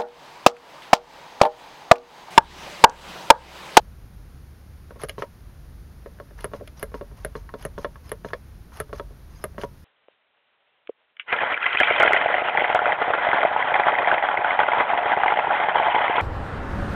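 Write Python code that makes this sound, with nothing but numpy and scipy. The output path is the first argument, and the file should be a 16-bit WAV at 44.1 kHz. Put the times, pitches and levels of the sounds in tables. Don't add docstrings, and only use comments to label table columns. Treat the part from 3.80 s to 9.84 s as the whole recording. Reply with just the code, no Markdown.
import sys
import numpy as np
from scipy import signal
from scipy.fft import rfft, irfft
from scipy.io import wavfile

SR = 44100
rng = np.random.default_rng(int(sys.argv[2]) if len(sys.argv) > 2 else 0)


def level_to_linear(level):
    exponent = np.asarray(level, float) / 20
    return 10 ** exponent


def to_wav(s):
    ch = np.atleast_2d(s).T
    pcm = np.round(np.clip(ch, -1, 1) * 32767)
    wavfile.write(sys.argv[1], SR, pcm.astype(np.int16))


N = 266452


def rms_one(x):
    return x / np.sqrt(np.mean(x ** 2) + 1e-20)


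def ring(x, hz, t60_s):
    radius, turn = level_to_linear(-60 / (t60_s * SR)), 2 * np.pi * hz / SR
    return signal.lfilter([0, np.sin(turn)], [1, -2 * radius * np.cos(turn), radius ** 2], x + 1e-18)


def coloured(points):
    hz, level_db = np.transpose(points)
    log_hz = np.log(np.arange(N // 2 + 1) * SR / N + 1)
    shape = level_to_linear(np.interp(log_hz, np.log(hz), level_db, left=-99, right=-99))
    return rms_one(irfft(rfft(rng.standard_normal(N)) * shape, N))


def wavering(hz, width_hz):
    return rms_one(ring(rng.standard_normal(N), hz, 3.2 / width_hz))


# (frequency [Hz], density [dB per Hz])
HISS_SPECTRUM = [(600, -0.5), (1500, 3), (3000, -4.5), (6300, -5.5), (9000, -5), (12400, -6.5),
                 (15600, -14.5), (16000, -55), (16500, -58)]


def microphone_hiss():
    return level_to_linear(-60.5) * coloured(HISS_SPECTRUM)


# (frequency [Hz], density [dB per Hz])
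RUMBLE_SPECTRUM = [(8, -25), (14, -44), (25, -10), (36, -23), (45, 0), (60, -4), (100, -11), (160, -14),
                   (190, -15.5), (270, -22), (430, -27), (1500, -40), (2000, -48)]
# (frequency [Hz], width [Hz])
CABIN_HUMS = [(48.5, 4), (73, 6)]
# (frequency [Hz], width [Hz], level [dB])
CABIN_DRONES = [(103.2, 16, -55.5), (139.5, 3.8, -59.5)]
# (time [s], level [dB])
CABIN_SWAY = [(0.0, -30), (0.03, -48.5), (0.49, -53), (0.54, -62.5), (2.39, -46), (2.47, -49.5),
              (4.05, -43.5), (4.27, -54), (5.63, -47.5), (5.7, -61), (5.9, -52), (6.04, -61)]


def cabin_floor():
    t = np.arange(N) / SR
    sway_db = np.interp(t, *np.transpose(CABIN_SWAY))
    swing_db = sway_db - sway_db.mean()
    low_hum, high_hum = CABIN_HUMS
    out = level_to_linear(-46 + 0.05 * swing_db) * coloured(RUMBLE_SPECTRUM)
    out += level_to_linear(sway_db + 1.5) * wavering(*low_hum)
    out += level_to_linear(-52 - 0.37 * swing_db) * wavering(*high_hum)
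    out += sum(level_to_linear(level_db) * wavering(hz, width_hz) for hz, width_hz, level_db in CABIN_DRONES)
    whine = np.sqrt(2) * np.sin(2 * np.pi * 15734 * t)
    return out + level_to_linear(-89) * whine


# (start [s], end [s], frequency [Hz], level [dB])
SPRING_SQUEAKS = [(1.225, 1.23, 5100, -58), (2.971, 2.993, 5720, -56), (2.973, 2.985, 3860, -63),
                  (2.99, 3.013, 5020, -57), (3.562, 3.573, 4100, -56), (3.805, 3.822, 4900, -58),
                  (4.27, 4.29, 5100, -58), (4.475, 4.49, 5070, -60), (4.935, 4.964, 6550, -59),
                  (5.543, 5.6, 6400, -62), (5.548, 5.588, 4920, -63), (5.608, 5.648, 5140, -58)]


def spring_squeaks():
    out, white = np.zeros(N), rng.standard_normal(N)
    for start_s, end_s, hz, level_db in SPRING_SQUEAKS:
        part = slice(int(start_s * SR), int(end_s * SR))
        whistle = rms_one(ring(ring(white[part], hz, 0.018), hz, 0.013))
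        out[part] += level_to_linear(level_db) * whistle * np.hanning(len(whistle)) ** 0.5
    return out


# (frequency [Hz], width [Hz], level [dB])
SPRING_COILS = [(3120, 190, 1), (4110, 340, -4.5), (5100, 160, -2.5), (6440, 140, 1), (10100, 300, -11),
                (11600, 270, -12)]


def coil_hiss():
    drive = rng.standard_normal((len(SPRING_COILS), N))
    flicker = signal.lfilter([1], [1, -1.996, 0.996004], drive)
    out = np.zeros(N)
    for (hz, width_hz, level_db), own in zip(SPRING_COILS, flicker):
        out += level_to_linear(level_db + 6 * rms_one(own)) * wavering(hz, width_hz)
    return rms_one(out)


def stem_slips():
    slips = rng.random(N) < 700.0 / SR
    slips = slips * level_to_linear(0.83 * np.minimum(rng.exponential(1, N), 3))
    pitches_hz, dealt = np.geomspace(900, 6800, 16), rng.integers(0, 16, N)
    return rms_one(sum(ring(slips * (dealt == k), hz, 0.0071) for k, hz in enumerate(pitches_hz)))


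def strokes():
    pushes = [(s - travel_s, s + 0.014, rub_db - 1, rub_db, -10.5)
              for s, _, _, travel_s, rub_db in BOTTOMINGS]
    slides = [(s + 0.0015, s + 0.066, first_db, last_db, -12.5)
              for s, _, first_db, last_db in LIFT_OFFS]
    return pushes + slides


# (frequency [Hz], density [dB per Hz])
RUB_SPECTRUM = [(300, -5), (1000, 7), (2000, -3.5), (3600, -15), (4200, -8), (4600, -10.5), (5050, -8),
                (5600, -8), (6400, -7), (6900, -16.5), (7600, -5)]
# (frequency [Hz], density [dB per Hz])
SCRATCH_SPECTRUM = [(8000, 5), (10000, 4), (13000, -1), (15500, -10)]


def stem_travel():
    out, t = np.zeros(N), np.arange(N) / SR
    grip = signal.lfilter([1], [1, -1.98, 0.9801], rng.standard_normal(N))
    grain = level_to_linear(2.8 * rms_one(grip))
    rub = rms_one(grain * coloured(RUB_SPECTRUM) + level_to_linear(-6.5) * stem_slips())
    rub += level_to_linear(-13.5) * coil_hiss()
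    scratch = rms_one(grain * coloured(SCRATCH_SPECTRUM))
    for start_s, end_s, start_db, end_db, bright_db in strokes():
        part = slice(int((start_s - 0.03) * SR), int((end_s + 0.04) * SR))
        corners_s = [start_s - 0.008, start_s + 0.004, end_s - 0.003, end_s + 0.008]
        level = np.interp(t[part], corners_s, [0, level_to_linear(start_db), level_to_linear(end_db), 0])
        out[part] += level * (rub[part] + level_to_linear(bright_db) * scratch[part])
    return out


# (time [s], knock [dB], panel thud re knock [dB], prior travel [s], rub [dB])
BOTTOMINGS = [
    (1.235, -23, -5, 0.039, -45.5),
    (2.643, -20, -8, 0.06, -50.5),
    (3.028, -20.5, -8, 0.059, -52.5),
    (3.448, -21, -8, 0.077, -55.5),
    (3.851, -23, -5, .063, -52),
    (4.317, -21.5, -6.5, 0.075, -55.5),
    (5.001, -18.5, -10, 0.072, -50.5),
    (5.64, -19.5, -9, 0.14, -58.5),
]
# (time [s], knock [dB], first rub [dB], last rub [dB])
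LIFT_OFFS = [
    (1.381, -25.5, -44.5, -56),
    (2.735, -24, -50, -76),
    (3.142, -24, -50.5, -70),
    (3.553, -24, -51.5, -63),
    (3.979, -24.5, -51.5, -52.5),
    (4.447, -25, -53.5, -56.5),
    (5.129, -24, -50, -49.5),
    (5.781, -24.5, -52, -43.5),
]
# (time [s], knock [dB], panel thud re knock [dB], hardness [dB per octave])
UPPER_STOPS = [
    (1.422, -16.5, -13, -1.5),
    (2.81, -44.5, 9.5, -5),
    (3.211, -30.5, -1.5, -6.5),
    (3.739, -26, -6.5, -7.5),
    (4.046, -16.5, -9, -3),
    (4.533, -16, -13.5, 5.5),
    (5.197, -21.5, -10, -5),
    (5.835, -20, -7.5, -7),
]
# (time [s], knock [dB], panel thud re knock [dB], hardness [dB per octave])
FINGER_TOUCHES = [(1.107, -35, -7.5, -5), (1.159, -40.5, -6, -4), (1.198, -35, -24, 3), (2.26, -35, -2, 3),
                  (2.387, -43, -17, 3), (2.4, -30, -7, -3.5), (2.509, -47, -2.5, 0), (2.589, -35, -20, 9),
                  (2.716, -40, -6.5, -9), (2.799, -45, -4, -6), (3.118, -42.5, -6, -6),
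                  (3.314, -44, -7, -9), (3.691, -30, -40, -6), (4.157, -33, -21, -4),
                  (4.505, -33.5, -20, -8), (4.92, -41, -17, -1), (5.094, -42.5, -4.5, -7),
                  (5.307, -50, 0, -5), (5.746, -49.5, -4, 2)]
# (time [s], knock [dB], stem tick re knock [dB], dome rattle re knock [dB])
STEM_CATCHES = [(1.216, -35.5, -8, -9), (1.286, -35.5, -7, -3.5), (1.294, -25, -2.5, -11),
                (2.607, -43, 0, -3.5), (2.875, -37, -4, -12), (2.995, -40.5, -8, -4),
                (3.825, -38.5, -7, -8.5), (4.293, -40, -4, -6.5), (4.486, -41, -3.5, -19),
                (4.971, -40.5, -4, -8), (5.814, -30.5, -6, -22)]


def contacts():
    rows = [(s, db, -7, -22, -44, -8, 1) for s, db, *_ in LIFT_OFFS]
    rows += [(s, db, panel_db, -17, -10, -4.5, 0) for s, db, panel_db, *_ in BOTTOMINGS]
    rows += [(s, db, panel_db, -20, -40, hard_db, 1) for s, db, panel_db, hard_db in UPPER_STOPS]
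    rows += [(s, db, panel_db, -23.5, -33, hard_db, 1) for s, db, panel_db, hard_db in FINGER_TOUCHES]
    rows += [(s, db, -13.5, stem_db, dome_db, 8.5, 0) for s, db, stem_db, dome_db in STEM_CATCHES]
    return np.transpose(rows)


def alike(kinds, size):
    likeness = 0.6
    shared = rng.standard_normal((2, size))
    own = rng.standard_normal((len(kinds), size))
    return likeness * shared[kinds] + np.sqrt(1 - likeness ** 2) * own


def struck(modes, share_db, chatter_s, chatter_db, spread_db, tail_t60_s, tail_db, band_hz, rise_s,
           grip, hard_share):
    at_s, peak_db, *_, hard_db, still = contacts()
    kinds, lag = still.astype(int), np.arange(4500)
    force = level_to_linear(chatter_db) * np.exp(-lag / (chatter_s * SR))
    force = force + level_to_linear(tail_db - 60 * lag / (tail_t60_s * SR))
    force = force * alike(kinds, size=len(lag))
    force[:, 0] = 1

    hz, press_db, release_db, t60_s = np.transpose(modes)
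    held_hz = hz * (1 + 0.018 * alike(kinds, size=len(modes)))
    decay = level_to_linear(-60 * lag / (grip * t60_s[:, None] * SR))
    rings = decay * np.sin(2 * np.pi * held_hz[..., None] * lag / SR)
    rings *= 1 - np.exp(-lag / (rise_s * SR))
    strength_db = np.array([press_db, release_db])[kinds]
    strength_db = strength_db + hard_share * hard_db[:, None] * np.log2(hz / hz.mean())
    strength_db = strength_db + spread_db * alike(kinds, size=len(modes))
    bodies = np.sum(level_to_linear(strength_db)[..., None] * rings, axis=1)

    knocks = signal.fftconvolve(force, bodies, axes=1)[:, :len(lag)]
    radiating = signal.butter(2, band_hz, "band", fs=SR, output="sos")
    knocks = signal.sosfilt(radiating, knocks)
    knocks /= np.sqrt(np.mean(knocks[:, :600] ** 2, axis=1, keepdims=True))
    knocks *= level_to_linear(peak_db + share_db)[:, None]
    out = np.zeros(N + len(lag))
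    np.add.at(out, np.round(at_s[:, None] * SR).astype(int) + lag, knocks)
    return out[:N]


# (frequency [Hz], on press [dB], on release [dB], t60 [s])
PANEL_MODES = [(133.4, -9.5, -16, 0.077), (204, -10, -12, 0.061), (263, -18, -13, 0.087),
               (363, -20.5, -10.5, 0.053), (410.8, -7.5, -4.5, 0.074), (434, -1.5, -3.5, 0.087),
               (483, -3, -1.5, 0.076), (557.6, 1, -1.5, 0.089), (612, 0, -4, 0.084),
               (674, -7.5, -11.5, 0.066)]


def panel(panel_db):
    return struck(PANEL_MODES, panel_db - 1, chatter_s=0.001, chatter_db=-32.5, spread_db=2.5,
                  tail_t60_s=0.14, tail_db=-43.5, band_hz=[139, 700], rise_s=0.0022, grip=0.75, hard_share=0.9)


# (frequency [Hz], on press [dB], on release [dB], t60 [s])
CAP_MODES = [(936, -27.5, -10, 0.22), (969, -9.5, -5, 0.088), (1053.6, -5, -6.5, 0.083),
             (1090, -32, 0, 0.063), (1234, 8, 5.5, 0.031), (1339, 5.5, 12, 0.031), (1483, 6, 8.5, 0.019),
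             (1582, 12, 9, 0.02), (1696, 0.5, 8, 0.018), (1860, -4, -3, 0.055), (2074, 4, 2, 0.037),
             (2200, -43, -1, 0.017)]


def cap():
    return struck(CAP_MODES, -13.0, chatter_s=0.00072, chatter_db=-16.5, spread_db=3.0,
                  tail_t60_s=0.065, tail_db=-27.5, band_hz=[760, 2620], rise_s=0.00052, grip=0.7, hard_share=1.3)


# (frequency [Hz], on press [dB], on release [dB], t60 [s])
STEM_MODES = [(2360, 6, 8, 0.0095), (2876, 5, 7, 0.011), (3330, 5.5, 10, 0.0083), (3670, -21, -13, 0.0012),
              (4100, 5, 9, 0.0052), (4450, 6, -17, 0.0017), (5010, 3, -2, 0.0051), (6550, 10, -21, 0.0029),
              (6400, -18, 8.5, 0.0012)]


def stem(stem_db):
    return struck(STEM_MODES, stem_db - 8.5, chatter_s=0.0033, chatter_db=-1.5, spread_db=2.5,
                  tail_t60_s=0.12, tail_db=-19, band_hz=[2200, 7500], rise_s=0.000075, grip=0.69, hard_share=0.36)


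# (frequency [Hz], on press [dB], on release [dB], t60 [s])
DOME_MODES = [(7830, 7.5, -6, 0.0023), (9360, -7.5, -15, 0.0099), (9830, -4.5, 4, 0.012),
              (10550, -4, 11, 0.011), (10860, 6.5, -4, 0.0038), (11600, -18, -10, 0.0041),
              (12400, -26, -3, 0.0019), (14400, -17, -16, .004), (15200, -11, -4, 0.0038)]


def dome(dome_db):
    return struck(DOME_MODES, dome_db - 5.5, chatter_s=0.0019, chatter_db=10, spread_db=-2.0,
                  tail_t60_s=0.078, tail_db=-9, band_hz=[8200, 15600], rise_s=0.00045, grip=0.74, hard_share=0.71)


def button():
    panel_db, stem_db, dome_db = contacts()[2:5]
    return panel(panel_db) + cap() + stem(stem_db) + dome(dome_db)


def scene():
    return (button() + stem_travel() + spring_squeaks() + cabin_floor())[None]


def low_pass(x):
    return signal.sosfilt(signal.butter(12, 16520, fs=SR, output="sos"), x)


def record(dry):
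    heard = dry + microphone_hiss()
    heard = signal.lfilter(*signal.iirnotch(7850, 2.62, fs=SR), heard)
    heard = signal.sosfilt(signal.cheby2(14, 50, 16750, fs=SR, output="sos"), heard)
    return low_pass(heard)


dry = scene()
out = record(dry)
to_wav(out)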